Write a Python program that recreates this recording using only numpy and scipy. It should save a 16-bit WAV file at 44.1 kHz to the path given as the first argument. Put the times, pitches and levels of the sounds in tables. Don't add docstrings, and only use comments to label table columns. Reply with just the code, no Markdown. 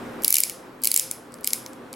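import sys
import numpy as np
from scipy import signal
from scipy.fft import rfft, irfft, next_fast_len
from scipy.io import wavfile
from scipy.ndimage import uniform_filter1d

SR = 44100
rng = np.random.default_rng(int(sys.argv[2]) if len(sys.argv) > 2 else 0)


def wrap_up_sound(samples):
    columns = np.atleast_2d(samples).T
    tamed = np.clip(columns, -1, 1)
    steps = np.round(tamed * 32767).astype(np.int16)
    wavfile.write(sys.argv[1], SR, steps)


def volts_from_db(level):
    exponent = np.asarray(level, float) / 20
    return 10 ** exponent


N = 85995
TOP_HZ = 15900


def unit(x):
    return x / np.sqrt(np.mean(x ** 2) + 1e-20)


def along(points, hz):
    f, value = np.transpose(points)
    return np.interp(np.log(hz + 1), np.log(f + 1), value)


def filtered(x, response):
    size = next_fast_len(x.shape[-1] + 8192)
    spectrum = rfft(x, size) * response(np.fft.rfftfreq(size, 1 / SR))
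    return irfft(spectrum, size)[..., :x.shape[-1]]


def ring(f, hz, width_hz):
    return 1j * f * width_hz / (hz * hz - f * f + 1j * f * width_hz)


# frequency in Hz, width in Hz, level in dB.
HEAD_RINGS = [(2267, 355, 1.4), (2900, 500, 2.5), (4840, 1980, -1.5), (6630, 810, 4), (8130, 620, -9.5),
              (10100, 320, -9), (11500, 900, -12), (14430, 650, -6), (14900, 1020, -12.5)]
# frequency in Hz, level in dB.
CRACK_TONE = [(1000, -47.5), (1900, -18), (5000, -2.5), (11000, -2), (15500, -10)]


def head_response(f, db, own_hz, low_db):
    body_db, body_top_hz = 9.5, 6080
    softer = 0.35
    body_shelf_db = (body_db + low_db) / (1 + (f / body_top_hz) ** 4)
    dulling_db = softer * db * (f / TOP_HZ) ** 3
    colour = volts_from_db(1.5 + along(CRACK_TONE, f))
    for k, (hz, width_hz, level_db) in enumerate(HEAD_RINGS):
        colour = colour + (-1) ** k * volts_from_db(level_db) * ring(f, hz, width_hz) ** 2
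    own_ring = volts_from_db(2) * ring(f, own_hz, 1270)
    return own_ring + volts_from_db(body_shelf_db + dulling_db) * colour


def gritty_burst(ms, length_ms):
    rise_ms, die_ms, lead_db, lead_ms, grit_db = 0.51, 0.76, -16.5, 2, -0.5
    drop = np.clip(ms / rise_ms, 0, 1) ** 2
    swell = volts_from_db(lead_db) * np.exp(np.minimum(ms, 0) / lead_ms)
    shape = (drop + swell) * np.exp(-np.maximum(ms - length_ms, 0) / die_ms)
    grit = volts_from_db(grit_db * unit(uniform_filter1d(rng.standard_normal(len(ms)), size=12)))
    return shape * grit * rng.standard_normal((2, len(ms))), shape


# start in seconds, peak level in dB, brightest ring in Hz,
# burst length in ms, low body level in dB.
PAWL_SNAPS = [(0.2459, 1.5, 12500, 1.9, -19.5), (0.2794, 2, 10600, 1.53, -22.5),
              (0.3042, -0.5, 11500, 1.56, -24), (0.3254, 1.5, 11500, 1.4, -21),
              (0.3411, 0.5, 10100, 2.6, -21), (0.3541, -2.5, 11200, 2.3, -13.5),
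              (0.3674, 1, 10800, 0.91, -12.5), (0.3837, 3.5, 11400, 0.61, -19),
              (0.403, -1, 11500, 1.9, -27.5), (0.435, -1.5, 8500, 1.8, -15.5),
              (0.4965, -11, 11100, 1.26, -20), (0.8363, -4, 11800, 1.4, -23),
              (0.845, -4.5, 11500, 2, -17.5), (0.8539, -2, 11500, 1.4, -26), (0.8719, 0, 10550, 1.8, -15.5),
              (0.9154, 0, 10600, 1.14, -17), (0.9416, 0.5, 10800, 1.1, -19), (0.962, 3.5, 7510, 1.3, -22.5),
              (0.9748, -1, 8130, 1.4, -29.5), (0.9956, -1, 7140, 1.2, -19.5), (1.112, -8, 8960, 1.8, -22.5),
              (1.4443, -6.5, 7600, 1.1, -19), (1.4736, -1, 12300, 1.28, -15.5),
              (1.5321, -1, 10900, 1.7, -13.5)]
# start in seconds, peak level in dB, brightest ring in Hz,
# burst length in ms, low body level in dB.
PLAY_TICKS = [(.2205, -25, 12100, 2.2, -22), (0.2295, -28, 8000, 1, -19.5), (0.2352, -10, 11500, 1, -21),
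              (0.8186, -25.5, 12040, 1.5, -27), (.825, -28.5, 8000, 2, -10.5),
              (0.8403, -19, 8000, 1.5, -17), (.905, -18, 10400, 2.5, -22), (1.321, -33.5, 8230, 1, -19),
              (1.328, -41, 5000, 1.5, -8.5), (1.3408, -23, 8300, 1, -19), (1.3857, -41, 5500, 1.5, -6),
              (1.409, -29.5, 12100, .8, -29), (1.4328, -34.5, 7000, 1.5, -13.5),
              (1.4402, -25.5, 7900, 1, -21.5), (1.4535, -28, 11840, 3, -21.5),
              (1.4633, -28.5, 13100, 2, -19), (1.4675, -16.5, 8100, .8, -17),
              (1.5045, -19.5, 8530, 3, -10.5), (1.6622, -18, 4960, 1, -18.5), (1.7322, -30, 7900, 1, -14.5),
              (1.929, -19, 8160, 1, -20), (1.9377, -26.5, 3280, 1.5, -11)]


def ratchet():
    trim_db, side_db = -10.5, -17.5
    out = np.zeros((2, N + 1024))
    sent = np.zeros(N)
    ms = (np.arange(1024) - 256) / SR * 1000
    for start_s, db, own_hz, length_ms, low_db in PAWL_SNAPS + PLAY_TICKS:
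        burst, shape = gritty_burst(ms, length_ms)
        snap = filtered(burst, lambda f: head_response(f, db, own_hz, low_db))
        snap = snap * np.linalg.norm(shape) / np.linalg.norm(snap[0])
        snap = volts_from_db(db + trim_db) * volts_from_db([[0], [side_db]]) * snap
        begin = round((start_s + ms[0] / 1000) * SR)
        out[:, begin:begin + len(ms)] += snap
        sent[round(start_s * SR)] = np.linalg.norm(snap[0])
    return out[:, :N], sent


# frequency in Hz, level in dB,
# time to fall 60 dB in seconds, width in Hz.
SHAFT_RINGS = [(5170, -51, 0.37, 130), (10967, -40, 0.31, 450), (2319, -50, 0.16, 220)]
# frequency in Hz, time to fall 60 dB in seconds.
WALL_DECAY = [(2000, 0.47), (5300, 0.46), (11000, 0.3), (15500, 0.16)]
# frequency in Hz, level in dB.
WALL_COLOUR = [(1000, -40), (2000, -13.5), (3700, -12.5), (5200, -9), (8000, -6), (11000, -1),
               (13500, -5.5), (16000, -3)]


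def wall_tail(size):
    t = np.arange(size) / SR
    hz, frame_s, z = signal.stft(rng.standard_normal((2, size)), SR, nperseg=256)
    decay_db = 60 * frame_s / along(WALL_DECAY, hz)[:, None]
    level_db = along(WALL_COLOUR, hz)[:, None] - decay_db
    tail = signal.istft(z * volts_from_db(level_db), SR, nperseg=256)[1][:, :size]
    tail = volts_from_db(-10) * tail / np.linalg.norm(tail[0])
    for ring_hz, db, t60, width_hz in SHAFT_RINGS:
        drift = np.cumsum(rng.standard_normal(size)) * np.sqrt(2 * np.pi * width_hz / SR)
        tail[0] += volts_from_db(db - 60 * t / t60) * np.sin(2 * np.pi * ring_hz * t + drift)
    delay_ms, rise_ms = 5, 4
    return tail * np.clip((t * 1000 - delay_ms) / rise_ms, 0, 1)


# delay in ms, level in dB.
NEAR_ECHOES = [
    (8.8, -19.5),
    (12.3, -29),
    (25, -32),
    (29, -33),
]


def answer(x, sent):
    size = SR // 2
    tails_follow = 0.43
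    walls = np.zeros((2, N + SR))
    lift_db = tails_follow * gain_db()
    for start in np.flatnonzero(sent):
        lift = volts_from_db(lift_db[start:start + size] - lift_db[start])
        walls[:, start:start + size] += sent[start] * wall_tail(size) * lift
    near = np.zeros((2, SR // 20))
    for delay_ms, db in NEAR_ECHOES:
        smear = rng.standard_normal((2, 8)) / np.sqrt(8)
        begin = round(delay_ms * SR / 1000)
        near[:, begin:begin + 8] += volts_from_db(db) * smear
    echoes = signal.fftconvolve(x[None], near, axes=1)[:, :N]
    side_db = -11.5
    return (walls[:, :N] + echoes) * volts_from_db([[0], [side_db]])


# frequency in Hz, likeness from 0 to 1.
LIKENESS = [(40, 0.9), (150, .96), (300, 0.93), (600, 0.63), (1300, 0.61), (3000, 0.43), (12000, 1)]


def rush(gain, patchy_db):
    z = signal.stft(rng.standard_normal((2, N)), nperseg=512)[2]
    field = uniform_filter1d(rng.standard_normal(z.shape[1:]), size=5, axis=0)
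    field = uniform_filter1d(field, size=10, axis=1)
    pair = signal.istft(z * volts_from_db(patchy_db * unit(field)), nperseg=512)[1][:, :N]

    def spread(hz):
        angle = np.arccos(np.clip(along(LIKENESS, hz), -1, 1)) / 2
        return gain(hz) * np.array([np.cos(angle), np.sin(angle)])

    mid, side = filtered(pair, spread)
    return unit(np.array([mid + side, mid - side]))


# frequency in Hz, level in dB per Hz.
FAN_RUMBLE = [(15, -61), (25, -34), (91, -19.5), (234, -8), (267, -5), (515, -10), (556, -13.5),
              (1180, -14.5), (2500, -27), (3250, -36), (5500, -120)]
# frequency in Hz, level in dB per Hz.
ROOM_HISS = [(2500, 1.5), (3500, 2.5), (6000, -5.5), (10000, -7), (14500, -11), (16000, -20)]
# frequency in Hz, level in dB, width in Hz.
HUM_LINES = [(122.3, -18.5, 6.3), (238.7, -9, 5.9), (302.4, -18, 11), (525.1, -8.5, 17.5)]


def room_tone():
    hiss_db, whine_hz, whine_db = -10, 13400, -23
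    low = rush(lambda f: volts_from_db(along(FAN_RUMBLE, f)), patchy_db=0.5)
    for hz, db, width_hz in HUM_LINES:
        low = low + volts_from_db(db) * rush(lambda f: np.abs(ring(f, hz, width_hz)) ** 2, patchy_db=-3.06)
    hiss = rush(lambda f: volts_from_db(along([(1500, 9)] + ROOM_HISS, f)), patchy_db=1.2)
    whine = rush(lambda f: np.abs(ring(f, whine_hz, 120)) ** 2, patchy_db=-0.3)
    hiss = hiss + volts_from_db(whine_db) * whine
    return volts_from_db(gain_db()[:N]) * (low + volts_from_db(hiss_db) * hiss)


# time in seconds, level in dB.
GAIN_RIDE = [(0, -37), (0.222, -38), (0.282, -46), (.33, -50), (0.446, -50.5), (.47, -45.5), (.66, -44),
             (.72, -45), (0.839, -46), (.93, -50.5), (1.0, -52), (1.04, -45.5), (1.2, -46.5), (1.42, -44.5),
             (1.46, -48), (1.54, -44.5), (1.579, -44), (1.95, -44)]


def gain_db():
    return np.interp(np.arange(N + SR) / SR, *np.transpose(GAIN_RIDE))


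def scene():
    tool, sent = ratchet()
    mid, side = tool + answer(tool[0], sent)
    return np.array([mid + side, mid - side]) + room_tone()


def low_pass(x):
    return signal.sosfilt(signal.butter(12, 17150, fs=SR, output="sos"), x)


def record(dry):
    ceiling, over_top_db = 1.1, -32
    held = dry / (1 + np.abs(dry / ceiling) ** 4) ** (1 / 4)
    mix = filtered(held, lambda f: volts_from_db(over_top_db * (f > TOP_HZ)))
    return low_pass(mix)


dry = scene()
out = record(dry)
wrap_up_sound(out)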